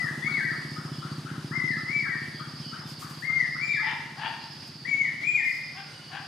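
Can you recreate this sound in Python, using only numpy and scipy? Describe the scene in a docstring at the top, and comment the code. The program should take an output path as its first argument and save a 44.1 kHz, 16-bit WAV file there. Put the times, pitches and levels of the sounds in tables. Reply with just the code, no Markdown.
"""Koel among trees

A koel repeats its loud two-note whistle; trunks and foliage throw it back with a long tail.
Insects stridulate in phrases over a wash of air, a second bird pipes low notes, small birds chirp.
A one-cylinder engine thuds in the distance and fades. Later a babbler ruffles its feathers
close by, a crow caws and a faint drone rises."""
import sys
import numpy as np
from scipy import signal
from scipy.fft import rfft, irfft
from scipy.io import wavfile
from scipy.ndimage import uniform_filter1d

SR = 44100
rng = np.random.default_rng(int(sys.argv[2]) if len(sys.argv) > 2 else 0)


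def wrap_up_sound(samples):
    """Save the sound to the file named by the first command line argument, as 16-bit audio."""
    columns = np.atleast_2d(samples).T
    # keep every value between -1 and 1, then stretch to whole-number steps
    tamed = np.clip(columns, -1, 1)
    steps = np.round(tamed * 32767).astype(np.int16)
    wavfile.write(sys.argv[1], SR, steps)


N = 276507
TIME = np.arange(N) / SR

# left-right likeness of noise (frequency [Hz], correlation [0-1])
COHERENCE = [(30, .5), (70, 1), (290, 0.96), (640, 0.81), (1400, 0.6), (7000, 0.67), (15000, 0.38)]
# foliage decay (frequency [Hz], T60 [s])
FOLIAGE_T60 = [(150, 0.15), (900, 0.98), (1300, .8), (2000, 0.9), (4000, 1.0), (7000, 0.8)]
# trunk and wall reflections (delay [s], gain [dB])
ECHOES = [(.009, -6), (.019, -6), (.026, -12.5), (.033, -6.5), (.043, -15.5), (.052, -17), (.066, -22),
          (.078, -7), (.095, -18), (.112, -18.5), (.17, -18), (.25, -21)]

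# koel, first notes (time [s], top pitch [Hz], level [dB])
OPENING_NOTES = [(-.155, 2064, -32.5), (1.508, 2102, -32.5), (3.216, 2164, -32), (4.843, 2289, -29.5)]
# koel, second notes (time [s], top pitch [Hz], level [dB], dive depth [ratio])
CLOSING_NOTES = [(.214, 2265, -33, 1.0), (1.864, 2300, -33, 1.0), (3.579, 2391, -30.5, .98),
                 (5.212, 2459, -29.5, 0.87)]
# leap, sag, hold, fall (time in note [s], pitch / top [ratio], gain [dB])
OPENING_CONTOUR = [(0, .7, -16), (.018, .9, -11), (.035, .98, -6.5), (.053, .998, -4), (.085, .96, -3),
                   (.13, .98, -4), (.168, .965, -1), (.207, .89, -4), (.25, .77, -11)]
# arch, dive, flick, sink (time in note [s], pitch / top at full depth [ratio], gain [dB])
CLOSING_CONTOUR = [(0, .73, -14), (.02, .88, -7.5), (.04, .955, -5), (.068, 1, -2.8), (.12, .988, -1.3),
                   (.15, .95, -2), (.178, .8, -6), (.2, .69, -5), (.214, .71, -6.5), (.229, .885, -5.5),
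                   (.255, .838, -3.5), (.29, .79, -6), (.32, .72, -14)]
# koel harmonics 2, 3, 4 at FULL_EFFORT_DB and CREST_HZ (gain [dB])
OVERTONES_DB = [-48, -13, -62]
FULL_EFFORT_DB, CREST_HZ = -13.5, 2270

# insect bands (frequency [Hz], relative density [dB])
UPPER_INSECT_SPECTRUM = [(4300, -44), (4700, -8.5), (4950, -1.5), (5150, 1), (5400, -10), (5900, -41)]
LOWER_INSECT_SPECTRUM = [(3600, -44), (4200, -15), (4500, -0.5), (4720, 1), (4950, -3), (5400, -40)]
# insect phrases (time [s], length [s], level [dB])
UPPER_PHRASES = [(-.37, 0.48, -49.5), (.655, 0.4, -50.5), (1.475, 0.6, -51.5), (2.485, 0.52, -50),
                 (3.445, 0.56, -50), (4.42, 0.34, -49), (5.44, 0.48, -50), (6.2, .45, -56)]
LOWER_PHRASES = [(-.4, 0.43, -46), (.26, 0.52, -47), (.94, 0.27, -52), (1.69, 0.72, -51.5),
                 (2.28, 0.51, -47), (2.88, 1.0, -50.5), (4.18, 0.786, -49.5), (5.5, 0.82, -52.5)]

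# open air and broad hiss (frequency [Hz], relative density [dB])
AIR_SPECTRUM = [(20, -25), (50, -19), (90, 1.5), (140, 8.5), (250, 1), (480, -6), (850, -5.5), (1500, -4),
                (2600, -6.5), (4000, -5.5), (6000, -11), (7500, -20), (9300, -17.5), (15000, -34)]
HISS_SPECTRUM = [(50, -23), (200, 21.5), (450, 3), (1000, 4.5), (2500, -6.5), (5000, -5), (7500, -7.5),
                 (9300, -5), (12000, -15.5), (15000, -21)]
# hiss fade (time [s], level [dB])
HISS_LEVEL = [(0, -44), (.5, -48), (1.5, -50.5), (2.7, -53), (4, -57.5), (6.27, -77)]

# piping notes, about four a second (time [s], level [dB])
PIPING_NOTES = [(0.012, -36.5), (0.268, -35.5), (0.513, -36.5), (0.754, -35.5), (1.017, -35), (1.257, -35),
                (1.513, -35), (1.767, -37), (2.049, -36.5), (2.393, -36), (2.717, -36), (3.013, -37.5),
                (3.281, -39.5), (3.548, -37.5), (3.787, -36)]
# firm pip, softer arch (time in note [s], pitch [Hz], gain [dB])
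PIPING_CONTOUR = [(0, 1250, -6), (.016, 1305, 4), (.028, 1370, -1), (.04, 1480, -6), (.062, 1680, -8),
                  (.09, 1470, -6), (.112, 1140, -8), (0.126, 1020, -13)]
# rms pitch roughness (pip [ratio], arch [ratio])
PIPING_JITTER = (.08, .17)

# engine speed (time [s], firing rate [Hz])
FIRING_RATE = [(0, 14.684), (.5, 14.836), (1.2, 15.133), (1.7, 15.53), (2.5, 15.696), (4.2, 15.865),
               (5.2, 15.518), (5.7, 15.077), (6.27, 14.482)]
# exhaust thud (frequency [Hz], relative density [dB])
EXHAUST_SPECTRUM = [(20, -58), (50, -26.5), (68, -39), (95, -9.5), (120, -4), (142, 4.5), (165, 1),
                    (190, -11), (220, -4.5), (300, -11), (365, -12.5), (420, -29), (700, -54),
                    (2000, -58.5)]
# engine loudness (time [s], level [dB])
ENGINE_LEVEL = [(0, -39.3), (.55, -41.5), (1, -38.6), (1.65, -37.5), (2, -41.2), (2.8, -41.5), (3.7, -43.7),
                (4.2, -48), (4.55, -48), (4.72, -45.3), (5.25, -45.8), (5.5, -50), (5.65, -47.5),
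                (5.85, -48.5), (6.27, -48.5)]
# knock on either side of the exhaust pipe's hum (time [s], gain [dB])
KNOCK_GAIN = [(0, .7), (1.6, .3), (2, -1), (3.7, -2.5), (4.3, -2), (5.2, -4.5), (5.8, -7), (6.27, -3)]

# small birds' slurs (time [s], length [s], start pitch [Hz], fall [ratio], level [dB])
SLURS = [(0.216, 0.0476, 3570, 0.074, -46.5), (0.313, 0.042, 4400, 0.22, -45.5),
         (0.924, .04, 3480, 0.074, -49.5), (1.014, 0.028, 4200, 0.25, -52), (1.705, 0.046, 4400, 0.14, -49),
         (2.26, 0.09, 10200, .03, -64), (2.33, 0.1, 3520, 0.14, -51), (2.609, 0.053, 3350, .11, -50),
         (2.828, 0.077, 3670, 0.055, -55), (3.664, 0.14, 3900, 0.13, -48), (4.38, .09, 4150, .04, -54),
         (5.23, .14, 3450, .12, -57)]
# held whistles (time [s], length [s], pitch [Hz], level [dB])
WHISTLES = [(0.873, 0.2, 2985, -57), (1.2, .22, 2985, -59), (2.653, 0.07, 2975, -48.5),
            (4.944, 0.26, 2973, -56), (5.28, .3, 2960, -60), (5.786, 0.26, 1423, -56),
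            (5.852, 0.18, 8600, -66), (5.91, 0.2, 2940, -53)]

# feather strokes (time [s], length [s], level [dB])
RUFFLES = [(2.859, 0.12, -55), (2.986, 0.089, -48.5), (3.04, 0.21, -56), (3.096, 0.027, -58),
           (3.196, 0.095, -57.5), (4.666, 0.037, -57), (5.42, 0.28, -57.5)]
# feather friction (frequency [Hz], relative density [dB])
FEATHER_SPECTRUM = [(1500, 4), (4000, 5.5), (7000, 5), (11000, 2), (15000, -2)]

# caws (time [s], length [s], nominal pitch [Hz], formant scale [ratio], roughness [0-1], level [dB])
CAWS = [(3.82, 0.12, 439, 1.084, 0.84, -39), (4.172, 0.12, 438.1, 1.037, 0.97, -38),
        (5.37, 0.065, 420, 1.06, 0.24, -55.5), (5.749, .06, 382.4, 1.03, 0.36, -47.5),
        (6.102, 0.092, 385, 1.004, 0.78, -43.5)]
# throat resonances (unscaled centre [Hz], width [Hz], gain [dB])
CROW_FORMANTS = [(837, 330, 2.5), (1644, 310, 2), (2680, 990, -4.5), (3250, 220, -9.5)]

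# far drone (time [s], pitch [Hz], level [dB])
DRONE = [(4.3, 260, -90), (4.55, 268, -56), (4.9, 270, -59), (5.17, 275, -52), (5.4, 300, -61),
         (5.65, 300, -90)]


def amp(db):
    """Decibels to gain."""
    return 10 ** (np.asarray(db) / 20)


def unit(x):
    """Scale to rms 1."""
    return x / np.sqrt(np.mean(x ** 2) + 1e-20)


def curve(rows):
    """Rows (time, value), interpolated per sample."""
    return np.interp(TIME, *np.transpose(rows))


def spectrum(rows, hz):
    """Rows (frequency, value), interpolated on a log axis."""
    row_hz, value = np.transpose(rows)
    return np.interp(np.log(hz + 1), np.log(row_hz + 1), value)


def add(mix, start_s, sound):
    """Mix a sound in, cropped to fit."""
    start = round(start_s * SR)
    sound = sound[max(-start, 0):]
    part = mix[max(start, 0):][:len(sound)]
    part += sound[:len(part)]


def pan(left_db):
    """Channel gains for a left-minus-right level."""
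    return amp([[left_db / 2], [-left_db / 2]])


def pair(a, b, coherence):
    """Correlated stereo from two independent signals."""
    coherence = np.clip(coherence, 0, 1)
    return np.array([a, coherence * a + np.sqrt(1 - coherence ** 2) * b])


def noise(colour):
    """Diffuse coloured stereo noise, rms 1."""
    hz = np.fft.rfftfreq(N, 1 / SR)
    a, b = rfft(rng.standard_normal((2, N)))
    return unit(irfft(pair(a, b, spectrum(COHERENCE, hz)) * amp(spectrum(colour, hz)), N))


def wander(size, rate_hz):
    """Smooth random drift, rms about 1."""
    hz = np.fft.rfftfreq(size + SR, 1 / SR)
    return unit(irfft(rfft(rng.standard_normal(size + SR)) * np.exp(-(hz / rate_hz) ** 2)))[:size]


def echoes(x):
    """Single reflections, slightly offset between channels."""
    out = np.zeros((2, N))
    for delay_s, db in ECHOES:
        for channel in out:
            add(channel, delay_s + rng.uniform(0, 93e-6), amp(db) * x)
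    return out


def foliage(x, build_s, coherence):
    """Leaf scatter: a dense tail that builds, then decays by band."""
    size = 2 * SR
    taps = rng.standard_normal((2, size)) * (rng.random((2, size)) < .1)
    hz, t, bands = signal.stft(pair(*taps, coherence), SR, nperseg=256)
    bands = bands * amp(-60 * t / spectrum(FOLIAGE_T60, hz)[:, None]) * (1 - np.exp(-t / build_s))
    tail = signal.istft(bands, SR, nperseg=256)[1]
    midband = abs(np.fft.rfftfreq(tail.shape[1], 1 / SR) - 2000) < 500
    tail /= np.sqrt(np.mean(abs(rfft(tail)[:, midband]) ** 2))
    return signal.fftconvolve(x[None], tail, axes=1)[:, :N]


def koel_note(contour, top_hz, depth, db):
    """Gliding near-sine; unsteady overtones emerge when loud and high."""
    knots_s, ratio, shape_db = np.transpose(contour)
    t = np.arange(0, knots_s[-1], 1 / SR)
    dip = uniform_filter1d(1 - np.interp(t, knots_s, ratio), size=450)  # the voice rounds each turn
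    hz = top_hz * (1 - depth * dip)
    phase = 2 * np.pi * np.cumsum(hz * (1 + .006 * wander(len(t), 72))) / SR
    level = amp(db + np.interp(t, knots_s, shape_db) + 2.4 * wander(len(t), 57))
    effort = level / amp(FULL_EFFORT_DB) * (hz / CREST_HZ) ** 4
    rough_phase = phase + .22 * wander(len(t), 400)
    overtones = sum(amp(gain_db) * np.sin(k * rough_phase) for k, gain_db in enumerate(OVERTONES_DB, 2))
    return level * unit(np.sin(phase) + effort * overtones) * signal.windows.tukey(len(t), .08)


def koel():
    """Two-note calls from the left, thrown back by trunks and foliage."""
    dry = np.zeros(N)
    for start_s, top_hz, db in OPENING_NOTES:
        add(dry, start_s, koel_note(OPENING_CONTOUR, top_hz, 1, db))
    for start_s, top_hz, db, depth in CLOSING_NOTES:
        add(dry, start_s, koel_note(CLOSING_CONTOUR, top_hz, depth, db))
    early = dry * pan(left_db=14) + amp(3) * echoes(dry) * pan(left_db=6)
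    return early + amp(.7) * foliage(dry, build_s=.062, coherence=.65)


def phrase_gain(rows, rest_db, throb_db=0):
    """Insect phrases swell, hold or throb, and fade over the rest of the swarm."""
    swell_s, fade_s = .11, .15
    throb_hz, first_throb_s = 9.75, .0088
    level = np.zeros(N)
    for start_s, length_s, db in rows:
        t = TIME - start_s
        swell = np.clip(.5 + t / swell_s, 0, 1)
        fade = np.clip(.5 + (length_s - t) / fade_s, 0, 1)
        throb = np.cos(2 * np.pi * throb_hz * (t - first_throb_s))
        level = np.maximum(level, amp(db + throb_db * throb) * swell * fade)
    return np.hypot(level, amp(rest_db))


def insects():
    """Stridulation in two narrow bands, slightly right; the upper one throbs."""
    upper_gain = phrase_gain(UPPER_PHRASES, rest_db=-60, throb_db=2.5) * amp(wander(N, 60))
    upper = upper_gain * noise(UPPER_INSECT_SPECTRUM)
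    lower_gain = phrase_gain(LOWER_PHRASES, rest_db=-58) * amp(1.7 * wander(N, 27))
    lower = lower_gain * noise(LOWER_INSECT_SPECTRUM)
    return upper * pan(left_db=-5) + lower * pan(left_db=-3)


def air():
    """Soft wash of open air plus a slowly fading hiss."""
    wash = amp(-49 + 1.13 * wander(N, 14)) * noise(AIR_SPECTRUM)
    return wash + amp(curve(HISS_LEVEL)) * noise(HISS_SPECTRUM)


def piping_bird():
    """Clear pips from the left, each fraying into a soft, rough arch."""
    dry = np.zeros(N)
    knots_s, shape_hz, shape_db = np.transpose(PIPING_CONTOUR)
    for start_s, db in PIPING_NOTES:
        pace, tuning = 1 + rng.standard_normal(2) * [.1, .02]
        t = np.arange(0, knots_s[-1], pace / SR)
        jitter = np.interp(t, knots_s[[1, 3]], PIPING_JITTER)
        hz = np.interp(t, knots_s, shape_hz) * tuning * (1 + jitter * wander(len(t), 350))
        level = amp(db + np.interp(t, knots_s, shape_db) + 2 * wander(len(t), 90))
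        tone = np.sin(2 * np.pi * np.cumsum(hz) / SR)
        add(dry, start_s, level * tone * signal.windows.tukey(len(t), .06))
    early = amp(-9) * (dry + amp(-4) * echoes(dry)) * pan(left_db=13)
    return early + amp(-6.5) * foliage(dry, build_s=.005, coherence=.8) * pan(left_db=7)


def exhaust_thud(size=8192):
    """One firing as a minimum-phase pulse: sharp front, ringing tail."""
    hz = abs(np.fft.fftfreq(size, 1 / SR))
    log_gain = np.log(amp(spectrum(EXHAUST_SPECTRUM, hz)))
    return -np.fft.ifft(np.exp(signal.hilbert(log_gain).conj())).real[:size // 2]


def engine():
    """A thud per firing and its slap off a wall; drawing away leaves mainly the pipe's hum."""
    first_firing_s, hum_band_hz = .0405, (140, 147)
    slap_s, slap_db = .033, -12.5
    cycles = np.cumsum(curve(FIRING_RATE)) / SR
    count = np.floor(cycles - np.interp(first_firing_s, TIME, cycles))
    firings = np.diff(count, prepend=count[0]) * amp(.5 * rng.standard_normal(N))
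    direct = unit(signal.fftconvolve(firings, exhaust_thud())[:N])
    scatter = unit(foliage(direct, build_s=.083, coherence=.96))
    slap = np.zeros(N)
    add(slap, slap_s, amp(slap_db) * direct)
    level = amp(curve(ENGINE_LEVEL))
    distance_ratio = level.max() / level
    scatter *= amp(-13.5) * distance_ratio ** .2
    sound = level * (direct + slap + scatter + amp(-18) * noise(EXHAUST_SPECTRUM))
    hum = signal.sosfiltfilt(signal.butter(1, hum_band_hz, "bandpass", fs=SR, output="sos"), sound)
    return hum + (sound - hum) * amp(curve(KNOCK_GAIN))


def chirp(length_s, start_hz, fall, quaver_hz):
    """Thin, quavering tone that drops by a fraction of its pitch."""
    size = int(length_s * SR)
    hz = start_hz * (1 - np.linspace(0, fall, size)) + quaver_hz * wander(size, 206)
    return unit(np.sin(2 * np.pi * np.cumsum(hz) / SR) * signal.windows.tukey(size, .5))


def small_birds():
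    """Buzzy slurs and faint held whistles, scattered by deep foliage."""
    dry = np.zeros(N)
    for start_s, length_s, hz, fall, db in SLURS:
        add(dry, start_s, amp(db) * chirp(length_s, hz, fall, quaver_hz=40 + 4000 * fall ** 2))
    for start_s, length_s, hz, db in WHISTLES:
        add(dry, start_s, amp(db) * chirp(length_s, hz, fall=0, quaver_hz=30))
    return amp(-5.5) * dry + amp(-4.5) * foliage(dry, build_s=.004, coherence=.7)


def feathers():
    """Barbs slide over each other in short, grainy strokes."""
    strokes = np.zeros(N)
    for start_s, length_s, db in RUFFLES:
        progress = np.linspace(0, 1, int(length_s * SR))
        add(strokes, start_s, amp(db) * unit(progress * (1 - progress) ** 2))
    return strokes * unit(noise(FEATHER_SPECTRUM) * amp(1.6 * wander(N, 400)))


def crow():
    """Voiced pulses, rasping mid-caw, through a throat that brightens as the bill opens."""
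    dry = np.zeros(N)
    for start_s, length_s, pitch_hz, scale, rough, db in CAWS:
        size = int(length_s * SR)
        opening = np.sin(np.pi * np.linspace(0, 1, size) ** 1.6).clip(0)
        cycles = np.cumsum(pitch_hz * (.94 + .1 * opening + .06 * rough * wander(size, 200))) / SR
        pulses = unit(sum(np.cos(2 * np.pi * k * cycles) for k in range(1, 11)))
        rasp = .85 * wander(size, 280) * pulses + 2.6 * rng.standard_normal(size)
        hz = np.fft.rfftfreq(size, 1 / SR)
        drive = rfft(pulses + rough * opening * rasp)
        drive *= 1 - 1 / (1 + (hz / 600) ** 6)  # the bill radiates little bass
        caw = np.zeros(size)
        for k, (centre_hz, width_hz, gain_db) in enumerate(CROW_FORMANTS):
            formant = amp(gain_db) / (1 + ((hz - centre_hz * scale) / (width_hz / 2)) ** 2)
            caw += irfft(drive * formant, size) * opening ** (.062 + .22 * k)
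        add(dry, start_s, amp(db) * unit(caw))
    early = amp(.5) * (dry + amp(-.5) * echoes(dry)) * pan(left_db=8)
    return early + amp(-1.5) * foliage(dry, build_s=.047, coherence=.72) * pan(left_db=.5)


def drone():
    """Faint, blurred, slightly rising tone, perhaps far traffic."""
    knots_s, shape_hz, shape_db = np.transpose(DRONE)
    hz = np.interp(TIME, knots_s, shape_hz) * (1 + .09 * wander(N, 70))
    tone = np.sin(2 * np.pi * np.cumsum(hz) / SR) * amp(3.2 * wander(N, 50))
    return amp(np.interp(TIME, knots_s, shape_db)) * unit(tone)


def scene():
    """All sources over open air, in stereo."""
    return (air() + koel() + piping_bird() + small_birds() + crow()
            + engine() + drone() + insects() + feathers())


def record(dry):
    """Steep low-pass."""
    cutoff_hz = 15200
    lowpass = signal.firwin(511, cutoff_hz, window=("kaiser", 9), fs=SR)
    return signal.oaconvolve(dry, lowpass[None], "same")


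dry = scene()
out = record(dry)
wrap_up_sound(out)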